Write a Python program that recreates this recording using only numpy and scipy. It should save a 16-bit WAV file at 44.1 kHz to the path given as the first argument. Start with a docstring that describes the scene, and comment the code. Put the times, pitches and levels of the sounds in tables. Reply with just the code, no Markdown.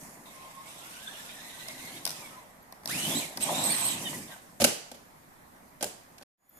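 """Electric model truck on a leafy lawn

A small truck crawls, brakes, sprints past in two bursts, flips and topples onto its roof.
Its gears are fuzzy tones plus grinding noise; tyres, chassis and leaves are shaped noise.
Sharp noise bursts make the drive-train clacks and the blows, which also ring the hollow body.
A delayed noise wash is the echo from trees round the yard, over a bed of quiet outdoor air.
The sound breaks off, then fades in beside the standing truck, whose speed controller sings."""
import sys
import numpy as np
from scipy import signal
from scipy.fft import rfft, irfft, next_fast_len
from scipy.io import wavfile
from scipy.ndimage import uniform_filter1d, map_coordinates

SR = 44100
rng = np.random.default_rng(int(sys.argv[2]) if len(sys.argv) > 2 else 0)


def persist_wave(psi):
    """Save psi, clipped to +-1, as 16-bit WAV."""
    counts = np.round(np.clip(psi, -1, 1) * 32767).astype(np.int16)
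    wavfile.write(sys.argv[1], SR, np.atleast_2d(counts).T)


N = 290613  # length [samples]

# pushes of the throttle or brake: (on [s], off [s], tooth-mesh rate it heads for [Hz], spin-up [s],
# coast [s], gear level before trim [dB], leaf rasp level before trim [dB])
THROTTLE = [(0, .05, 1183, .05, 0.52, -79, -58), (.25, .65, 1074, .02, .2, -54, -62.5),
            (.65, 1.98, 2416, 0.78, .18, -48.5, -55.5), (2.05, 2.21, 1170, 0.073, .42, -49, -54.5),
            (2.877, 3.19, 3444, .07, .19, -36.5, -41), (3.4, 3.925, 4022, .08, 0.2, -36, -43),
            (3.97, 4.12, 2306, 0.054, .36, -54.5, -48.5), (4.27, 4.33, 1923, 0.036, 0.22, -53.5, -57)]
# wheels leave the ground, the motor races and the gears shriek:
# (time [s], peak mesh rate [Hz], shriek level before trim [dB], half length [s])
HOPS = [(3.18, 4035, -47, .03), (3.433, 4120, -27, 0.011), (3.667, 4090, -28.5, 0.026),
        (3.721, 4410, -28.5, .02), (3.796, 4174, -35, .022), (3.863, 4190, -27, .022)]
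# colour of the chassis rattle: (frequency [Hz], relative level [dB per Hz])
CHASSIS_COLOUR = [(60, -25.5), (250, -14.5), (430, -8.5), (600, 1), (800, -0.5), (1050, 0), (1350, -13.5),
                  (2000, -4), (4000, -44)]
# how alike left and right are, for the truck and for far sounds: (frequency [Hz], likeness [-1 to 1])
ALIKE = [(60, 0.39), (130, 0.96), (290, 0.98), (640, 0.82), (1400, -0.032), (3100, -0.16), (7000, 0.037)]
FAR_ALIKE = [(60, 0.34), (130, 1), (290, 0.5), (640, -0.058), (1400, -0.32), (3100, -0.0086)]


def amp(db):
    """Turn decibels into a plain multiplier."""
    return 10 ** (np.asarray(db) / 20)


def unit(x):
    """Scale so that the middle of the stereo image has rms 1."""
    middle = np.atleast_2d(x).mean(0)
    return x / np.sqrt(np.mean(middle ** 2) + 1e-20)


def along(points, hz):
    """Read a curve of (frequency [Hz], value) points on a log frequency axis."""
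    f, v = np.transpose(points)
    return np.interp(np.log(hz + 1), np.log(f + 1), v)


def curves(rows):
    """One value per sample for each column after the time."""
    s, *columns = np.transpose(rows)
    return [np.interp(np.arange(N) / SR, s, column) for column in columns]


def wobble(rate):
    """A smooth random curve through a given number of random points a second."""
    knots = rng.standard_normal(int(N * rate / SR) + 4)
    return map_coordinates(knots, [np.arange(N) * rate / SR])


def filtered(x, response):
    """Multiply the spectrum of x by a response, which may be complex; padding stops wrap-around."""
    size = x.shape[-1]
    m = next_fast_len(size + SR // 2)
    return irfft(rfft(x, m) * response(np.fft.rfftfreq(m, 1 / SR)), m)[..., :size]


def spread(pair, alike):
    """Mix two unrelated signals into a left and right with the given likeness."""
    def mid_and_side(hz):
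        angle = np.arccos(np.clip(along(alike, hz), -1, 1)) / 2
        return np.array([np.cos(angle), np.sin(angle)])

    mid, side = filtered(pair, mid_and_side)
    return np.array([mid + side, mid - side])


def rush(spectrum, alike, grain=1, patchy_db=0):
    """Stereo noise of rms 1: chopped by a grain envelope, patchy in colour, then shaped."""
    z = signal.stft(grain * rng.standard_normal((2, N)), nperseg=512)[2]
    patches = rng.standard_normal(z.shape[1:])
    patches = uniform_filter1d(patches, size=7, axis=0)  # smooth over frequency
    patches = uniform_filter1d(patches, size=8, axis=1)  # smooth over time
    patchy = z * amp(patchy_db * patches / patches.std())
    pair = signal.istft(patchy, nperseg=512)[1][:, :N]
    coloured = filtered(pair, lambda hz: amp(along(spectrum, hz)))
    return unit(spread(coloured, alike))


def bursts(times, dbs, t60s, rise):
    """An envelope that jumps at each contact and dies away, by 60 dB in each t60."""
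    power, t = np.zeros(N + SR), np.arange(SR // 4) / SR
    for s, db, t60 in zip(times, dbs, t60s):
        hit = amp(db - 60 * t / t60) * (1 - np.exp(-t / rise))
        power[round(s * SR):][:len(t)] += hit ** 2
    return np.sqrt(power[:N])


def tone(turns, width, clean):
    """A stereo gear tone whose strength and phase stray the faster, the faster it turns."""
    knots = np.abs(turns * width)
    count = int(knots[-1]) + 2

    def stray():
        return np.interp(knots, np.arange(count), rng.standard_normal(count))

    sine, cosine = np.sin(2 * np.pi * turns), np.cos(2 * np.pi * turns)
    left = (clean + stray()) * sine + stray() * cosine
    right = (clean + stray()) * cosine + stray() * sine
    return unit(np.array([left, right]))


def motor():
    """Tooth-mesh rate: it climbs under throttle, sinks when coasting and leaps at each hop."""
    idle_hz = 701  # coasting sinks towards this
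    hop_min_s = .022  # the motor's inertia makes no leap shorter than this
    t, hz = np.arange(N) / SR, np.full(N, THROTTLE[0][2], float)
    for on, off, top_hz, spin_up, coast, _, _ in THROTTLE:
        start_hz = hz[np.searchsorted(t, on)]
        driven = top_hz + (start_hz - top_hz) * np.exp(-np.clip(t - on, 0, off - on) / spin_up)
        coasting = np.exp(-np.maximum(t - off, 0) / coast)
        hz = np.where(t < on, hz, idle_hz + (driven - idle_hz) * coasting)
    for s, peak_hz, _, length in HOPS:
        leap = np.exp(-((t - s) / max(length, hop_min_s)) ** 4)
        hz = hz + (peak_hz - hz) * leap
    return hz


def effort(mesh_hz):
    """Gains of gear noise and leaf rasp: attack, hold and release for each push, louder with speed."""
    attack_s, release_db = 0.0107, 28  # the load builds up; it loses this much in one coast time
    gear_db_per_octave, rasp_db_per_octave = 1.5, 2  # faster is louder
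    t, gear, rasp = np.arange(N) / SR, 0, 0
    for on, off, top_hz, _, coast, gear_db, rasp_db in THROTTLE:
        attack = np.clip((t - on) / attack_s, 0, 1)
        load = attack * amp(-release_db * np.maximum(t - off, 0) / coast)
        octaves = np.log2(np.interp(np.minimum(t, off), t, mesh_hz) / top_hz)
        gear = np.maximum(gear, load * amp(gear_db + gear_db_per_octave * octaves))
        rasp = np.maximum(rasp, load * amp(rasp_db + rasp_db_per_octave * octaves))
    return gear, rasp


def gears(mesh_hz, gain):
    """Each gear stage gives a fuzzy tone that swells at gearbox resonances; the teeth grind."""
    # gearbox resonances: (frequency [Hz], level [dB])
    housing = [(500, -16.5), (850, -9.5), (1080, -4.5), (1350, -5), (1750, -2.5), (2150, 1), (2550, -1),
               (3000, 1.5), (3600, 2.5), (4200, 1.5), (5200, 3.5), (12000, -28)]
    # gear-train tones: (multiple of mesh rate, relative level [dB], width [share of pitch])
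    orders = [(.6, -20.5, .1), (.79, 0, .02), (1, -3, .012), (1, 0, .14), (1.999, -10, .015),
              (2.002, -5.5, .1), (3, -15.5, 0.027)]
    # colour of the tooth noise: (frequency [Hz], relative level [dB per Hz])
    grind_colour = [(700, -23.5), (1300, -12.5), (1900, -12), (2500, 2), (3100, 2), (3700, 3), (4150, -2),
                    (4600, -6.5), (5500, -7), (8000, -16)]
    teeth_per_turn, tight_s = 194.2, 1.08  # teeth met in a wheel turn; one passing of the tight spot [s]
    tight_sharp, tight_sag = 2.7, .045  # narrowness of the tight spot; share of speed lost there
    tight_db, ring_hz, ring_db = 5, 3750, -3.5  # swell at the tight spot, and the gearbox ring there
    t = np.arange(N) / SR

    # at moderate speed the gears bind once in each wheel turn: they slow, grow louder and ring
    wheel = np.cumsum(mesh_hz) / SR / teeth_per_turn
    binding = np.interp(mesh_hz, [1300, 1650, 2300, 3000], [0, 1, 1, 0])
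    angle = 2 * np.pi * (wheel - np.interp(tight_s, t, wheel))
    tight = binding * np.exp(tight_sharp * (np.cos(angle) - 1))
    # bumps in the turf jerk the speed
    jerk = np.interp(mesh_hz, [1100, 1800, 3000, 3900], [.008, .03, .025, .01])
    turns = np.cumsum(mesh_hz * (1 + jerk * wobble(60) - tight_sag * tight)) / SR

    whine = 0
    for k, db, width in orders:
        # narrow tones change level with speed; all come and go as the wheels grip and slip
        speed_db = np.interp(mesh_hz, [1100, 1700, 3500], [1, -3, -7]) * (width < .05)
        level_db = along(housing, k * mesh_hz) + db + speed_db + 4 * wobble(22)
        whine = whine + amp(level_db) * tone(k * turns, width, clean=0.22)
    grind = rush(grind_colour, ALIKE, amp(1.6 * wobble(500)), patchy_db=3.5)

    # at high speed the teeth grind harder and the first and second overtones shriek
    strain = np.clip((mesh_hz - 3300) / 600, 0, 1)
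    mix = amp(-5) * unit(whine) + (amp(-3.5) + .2 * strain) * grind
    ring = amp(ring_db) * tight * tone(ring_hz * t, width=.035, clean=0.58)
    mix = amp(tight_db * tight) * mix + ring
    shriek = tone(2 * turns, width=.03, clean=.8)
    shriek = shriek + amp(-5) * tone(2 * turns, width=.12, clean=0)
    shriek = shriek + amp(-12) * tone(3 * turns, width=.09, clean=0)
    racing = sum(amp(db) * np.exp(-((t - s) / length) ** 2) for s, _, db, length in HOPS)
    shriek_gain = strain * (amp(-4.5) * gain + amp(-6.5) * racing)
    return amp(-3.0) * gain * mix + shriek_gain * shriek


def squeals(mesh_hz):
    """Gears squeal when a wheel snatches: short wavering tones that glide with the motor speed."""
    # (time [s], pitch [Hz], level before trim [dB], half length [s])
    snatches = [(0.434, 1056, -52.5, 0.081), (0.594, 1080, -48, 0.042), (1.08, 3520, -43, 0.018),
                (1.7, 2133, -52, 0.033), (2.252, 2260, -54, 0.035), (2.34, 1280, -56, 0.03),
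                (2.388, 1006, -53, 0.024), (3.052, 3028, -37, 0.027), (3.227, 2396, -44, 0.035),
                (3.714, 2400, -39.5, 0.016), (4.068, 3052, -39, 0.021), (4.07, 3620, -40.5, 0.015),
                (4.072, 1860, -40.5, 0.0091), (4.145, 1009, -47.5, 0.014), (4.148, 1957, -43, 0.011),
                (4.333, 1585, -51.5, 0.021)]
    # the clean part of the tone depends on pitch: (frequency [Hz], clean tone over rough part)
    cleanness = [(1000, 1.6), (2000, 1.8), (3000, .5)]
    out, t = np.zeros((2, N)), np.arange(-SR // 8, SR // 8) / SR
    for s, hz, db, length in snatches:
        start = round(s * SR) - SR // 8
        speed = mesh_hz[start:][:len(t)] / mesh_hz[round(s * SR)]
        voice = tone(np.cumsum(hz * speed) / SR, width=.06, clean=along(cleanness, hz))
        out[:, start:][:, :len(t)] += amp(db) * np.exp(-(t / length) ** 2) * voice
    return out


def rolling(tearing):
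    """Tyres drum, the chassis rattles, leaves and grass rasp, most when driven tyres tear at them."""
    # bumpiness of the ride: (time [s], tyre drumming before trim [dB], chassis rattle before trim [dB])
    ground_crawl = [(0.0, -52.5, -56.5), (0.33, -63, -59.5), (1.38, -61.5, -57), (1.97, -51, -55),
                    (2.25, -57, -53), (2.65, -85, -67), (2.74, -77, -66), (2.82, -79, -70)]
    ground_sprint = [(2.85, -54, -57.5), (2.916, -41.5, -47.5), (3.164, -38, -44), (3.344, -58, -56),
                     (3.368, -47.5, -57), (3.482, -41, -40), (3.74, -39, -40.5), (3.792, -45, -43),
                     (4.164, -42.5, -52.5), (4.264, -47.5, -58.5), (4.32, -60.5, -54), (4.56, -60, -75.5)]
    # colours of hollow tyres, and of leaves and grass: (frequency [Hz], relative level [dB per Hz])
    drum_colour = [(30, -32), (55, -22), (90, -5), (150, 4), (260, 3.5), (360, -1.5), (480, -17),
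                   (700, -20), (1500, -72.5)]
    rasp_colour = [(700, -17), (1400, -1.5), (2400, 3.5), (3500, -7), (4600, 1.5), (5600, 4), (7000, 4.5),
                   (8500, 6.5), (10500, 5.5), (13000, 2), (15000, -13.5)]
    flip_s, stop_db_per_s = 4.6, 22.5  # once the truck has flipped, the rolling dies away
    dying_db = stop_db_per_s * np.maximum(np.arange(N) / SR - flip_s, 0)
    drum_db, rattle_db = np.array(curves(np.vstack([ground_crawl, ground_sprint]))) - dying_db

    drum = amp(drum_db - 0.5 + 1.4 * wobble(35)) * rush(drum_colour, ALIKE, patchy_db=1.5)
    rattle_noise = rush(CHASSIS_COLOUR, ALIKE, amp(1.0 * wobble(180)), patchy_db=2.5)
    rattle = amp(rattle_db + 2.0) * rattle_noise
    leaves = np.hypot(tearing, amp(drum_db - 10))  # freely rolling tyres stir leaves too
    crackle = amp(0.76 * wobble(900) + 1.3 * wobble(70))
    rasp = amp(4.0) * leaves * rush(rasp_colour, ALIKE, crackle, patchy_db=2.0)
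    return drum + rattle + rasp


def clacks():
    """Slack in the drive train snaps tight: short bright bursts, each with a knock of the chassis."""
    # (time [s], snap level before trim [dB], knock against snap before trim [dB], left minus right [dB])
    snaps = [(1.684, -28.5, -18, 1), (2.0526, -16.5, -37, 3), (2.064, -24.5, -15, 10),
             (2.0748, -24.5, -20, 10), (2.093, -28, -27, 4), (2.105, -29, -22, 10), (2.1134, -32, -32, 5),
             (2.724, -38, -8, 8), (2.834, -48.5, -3, 4), (2.857, -25, -19, 7), (2.875, -25.5, -22, -1),
             (2.8971, -29, -20, -4), (3.3729, -23.5, -14, 5), (4.129, -38.5, -2.5, 1)]
    # (frequency [Hz], relative level [dB per Hz])
    snap_colour = [(500, -34), (1500, -9), (3000, -1), (4300, 7), (5500, 12), (7000, -5.5), (9500, 6.5),
                   (12000, -2), (15000, 2)]
    s, db, knock_db, pan_db = np.transpose(snaps)
    left, right = [bursts(s, db + side * pan_db / 2, np.full(len(s), .014), rise=.0006)
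                   for side in (1, -1)]
    snap = np.array([left, right]) * rush(snap_colour, ALIKE)
    knock = bursts(s, db + knock_db, np.full(len(s), .06), rise=0.00063) * rush(CHASSIS_COLOUR, ALIKE)
    return amp(0.5) * snap + amp(2) * knock


def shell(hz):
    """The causal response of the plastic body: a sum of resonances with alternating sign."""
    # (centre [Hz], width [Hz], level [dB])
    resonances = [(241, 37, -3), (370, 42, -6), (478, 90, -7), (575, 57, 2), (721, 160, -5), (904, 110, -9),
                  (1553, 39, -9)]
    response = 0
    for k, (centre, width, db) in enumerate(resonances):
        damping = 1j * hz * width
        response = response + (-1) ** k * amp(db) * damping / (centre ** 2 - hz ** 2 + damping)
    return response


def tumble():
    """Each blow cracks the plastic, sets the hollow body booming and thumps the turf."""
    # the body hits the ground: (time [s], crack level [dB], body boom level before trim [dB],
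    # ground thump level [dB], brightness [0 to 1], crack t60 [s])
    blows = [(4.6, -31, -25, -24.5, 0.3, 0.05), (4.606, -27.5, -28, -46, 0.55, 0.14),
             (4.617, -20, -22, -21, 0, 0.039), (4.623, -32, -33, -32, 1, 0.058),
             (4.641, -10, -28, -36, 0.36, 0.034), (4.645, -14, -17.5, -48, 0.4, 0.041),
             (4.915, -40, -38.5, -58, 0.4, 0.038), (4.944, -51, -48.5, -59, 0.1, .09),
             (5.808, -40, -39, -60, 0, 0.086), (5.826, -21.5, -25, -68, 0.53, 0.029),
             (5.832, -31.5, -28.5, -54, 0.1, 0.034), (5.842, -22, -28.5, -51, 0.57, 0.017),
             (5.852, -56, -35, -43, 0.04, 0.059), (6.181, -44.5, -51.5, -67, 0.08, 0.028),
             (6.211, -55.5, -45, -61, 0.25, 0.039), (6.223, -47.5, -55, -66, 0, 0.04)]
    # colours of crack, hard plastic edges and turf: (frequency [Hz], relative level [dB per Hz])
    crack_colour = [(300, -11), (1000, -1.5), (1900, -2), (2400, 3.5), (3000, 5), (3800, 2), (5000, 4.5),
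                    (8000, -5), (11000, 0.5), (15000, -19)]
    edge_colour = [(500, -20.5), (2500, -8.5), (4500, -2), (7000, 10), (10000, 7), (13500, 1.5),
                   (15000, -6)]
    thump_colour = [(30, -20.5), (80, -0.5), (130, -4), (220, 7), (400, -7), (900, -34.5)]
    s, crack_db, boom_db, thump_db, bright, t60 = np.transpose(blows)
    bright = np.clip(bright, .01, .99)

    # brightness shares the power of a blow between crack and edge
    crack = bursts(s, crack_db + 10 * np.log10(1 - bright), t60, rise=0.0013)
    crack = crack * rush(crack_colour, ALIKE, amp(0.67 * wobble(1200)))
    edge = bursts(s, crack_db + 10 * np.log10(bright), t60, rise=0.00079) * rush(edge_colour, ALIKE)
    thump = bursts(s, thump_db, 2 * t60, rise=0.0071) * rush(thump_colour, ALIKE)

    # a single push and a crunch of noise both ring the body
    push = np.zeros(N)
    push[np.round(s * SR).astype(int)] = amp(boom_db + 38)
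    crunch = bursts(s, boom_db + 19.0, t60, rise=0.00074) * spread(rng.standard_normal((2, N)), ALIKE)
    return crack + edge + thump + filtered(push + crunch, shell)


def electronics():
    """The speed controller sings at multiples of its switching rate; the steering servo chirps."""
    # (multiple of the switching rate, relative level [dB])
    switching = [(1, -9.5), (2, -8.5), (4, -1), (6, 4), (7, -2), (8, -1)]
    # (time [s], controller level [dB])
    sing_levels = [(0, -66), (.65, -86), (1, -86.5), (6.3, -87.5), (6.38, -67), (6.59, -63.5)]
    # (time [s], pitch [Hz], level [dB])
    servo_chirps = [(2.63, 11800, -54), (6.496, 12350, -38.5), (6.574, 12900, -46.5)]
    switch_hz = 1705
    t = np.arange(N) / SR
    sing_db, = curves(sing_levels)
    out = 0
    for k, db in switching:
        out = out + amp(sing_db + db + 3.6 * wobble(14)) * np.sin(2 * np.pi * k * switch_hz * t)
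    for s, hz, db in servo_chirps:
        pulse = amp(db) * np.exp(-((t - s) / 0.0036) ** 2)
        out = out + pulse * np.sin(2 * np.pi * hz * t + 0.99 * wobble(900))
    return out


def yard(x):
    """Trees and sheds scatter the sound's energy back as a diffuse wash after a short delay."""
    # (frequency [Hz], t60 [s])
    decay_times = [(150, 0.33), (600, 0.6), (2000, 0.71), (6000, 0.71), (13000, 0.4)]
    # the echo carries little bass: (frequency [Hz], level [dB])
    echo_colour = [(40, -28), (90, -5.5), (200, -2), (600, 0), (2000, 1), (15000, -0.5)]
    hz, _, z = signal.stft(x, SR, nperseg=384)
    power = (np.abs(z) ** 2).mean(0)
    power = np.abs(uniform_filter1d(power, size=3, axis=0))
    t = np.arange(SR // 192) * 192 / SR
    near = 1 + 2 * np.exp(-t / 0.11)  # the nearest things answer most strongly
    onset = np.clip((t - .012) / 0.0099, 0, 1)
    decay = (near * onset * amp(-60 * t / along(decay_times, hz)[:, None])) ** 2
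    decay = decay / decay.sum(1, keepdims=True)
    wash = np.abs(signal.fftconvolve(power, decay, axes=1))[:, :z.shape[2]]
    # noise takes on the strength of the wash at each time and frequency
    noise = signal.stft(rng.standard_normal((2, N)), nperseg=384)[2]
    pair = signal.istft(np.sqrt(wash) * noise / noise.std(), nperseg=384)[1][:, :N]
    return filtered(spread(pair, FAR_ALIKE), lambda f: amp(along(echo_colour, f)))


def air():
    """Quiet outdoor air: steady, slightly patchy noise, a little stronger on the right."""
    # (frequency [Hz], relative level [dB per Hz])
    air_colour = [(25, -7.5), (60, -8), (105, -9), (165, -4), (250, -4), (400, -11.5), (700, -7),
                  (1000, -7.5), (1400, -12), (1950, -12), (2800, -23.5), (5500, -25), (12000, -22.5),
                  (15000, -22)]
    return amp(-57.5) * rush(air_colour, FAR_ALIKE, patchy_db=1.5) * amp([[-.8], [.8]])


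def scene():
    """The truck with its echo, in quiet outdoor air."""
    # treble balance of the two sides: (frequency [Hz], left minus right [dB])
    side_balance = [(400, 0.5), (1200, 0), (2400, -1), (4400, -3.5), (8200, -7.5), (10000, -2), (12500, 8),
                    (15000, 8)]
    mesh_hz = motor()
    gear, tearing = effort(mesh_hz)
    drive = gears(mesh_hz, gear) + squeals(mesh_hz) + rolling(tearing)
    snaps, crash = clacks(), tumble()
    echo = yard(amp(-11.5) * drive + amp(-10.0) * snaps + amp(-8.0) * crash)
    truck = amp(-1.26) * drive + snaps + crash + echo

    def left_and_right(hz):
        tilt_db = along(side_balance, hz) / 2
        return amp(np.array([tilt_db, -tilt_db]))

    return filtered(truck, left_and_right) + air() + electronics()


def record(dry):
    """The sound breaks off and fades back in; high peaks are rounded and the top treble is cut."""
    # (time [s], gain)
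    gate_points = [(0, 1), (6.231, 1), (6.236, 0), (6.372, 0), (6.48, .2), (6.59, .7)]
    headroom, top_hz = .95, 14450  # rounding ceiling [full scale]; middle of the treble cut [Hz]
    gate, = curves(gate_points)
    rounded = dry / (1 + np.abs(dry / headroom) ** 6) ** (1 / 6)
    return filtered(rounded * gate, lambda hz: np.clip((top_hz - hz) / 400 + .5, 0, 1))


dry = scene()
out = record(dry)
persist_wave(out)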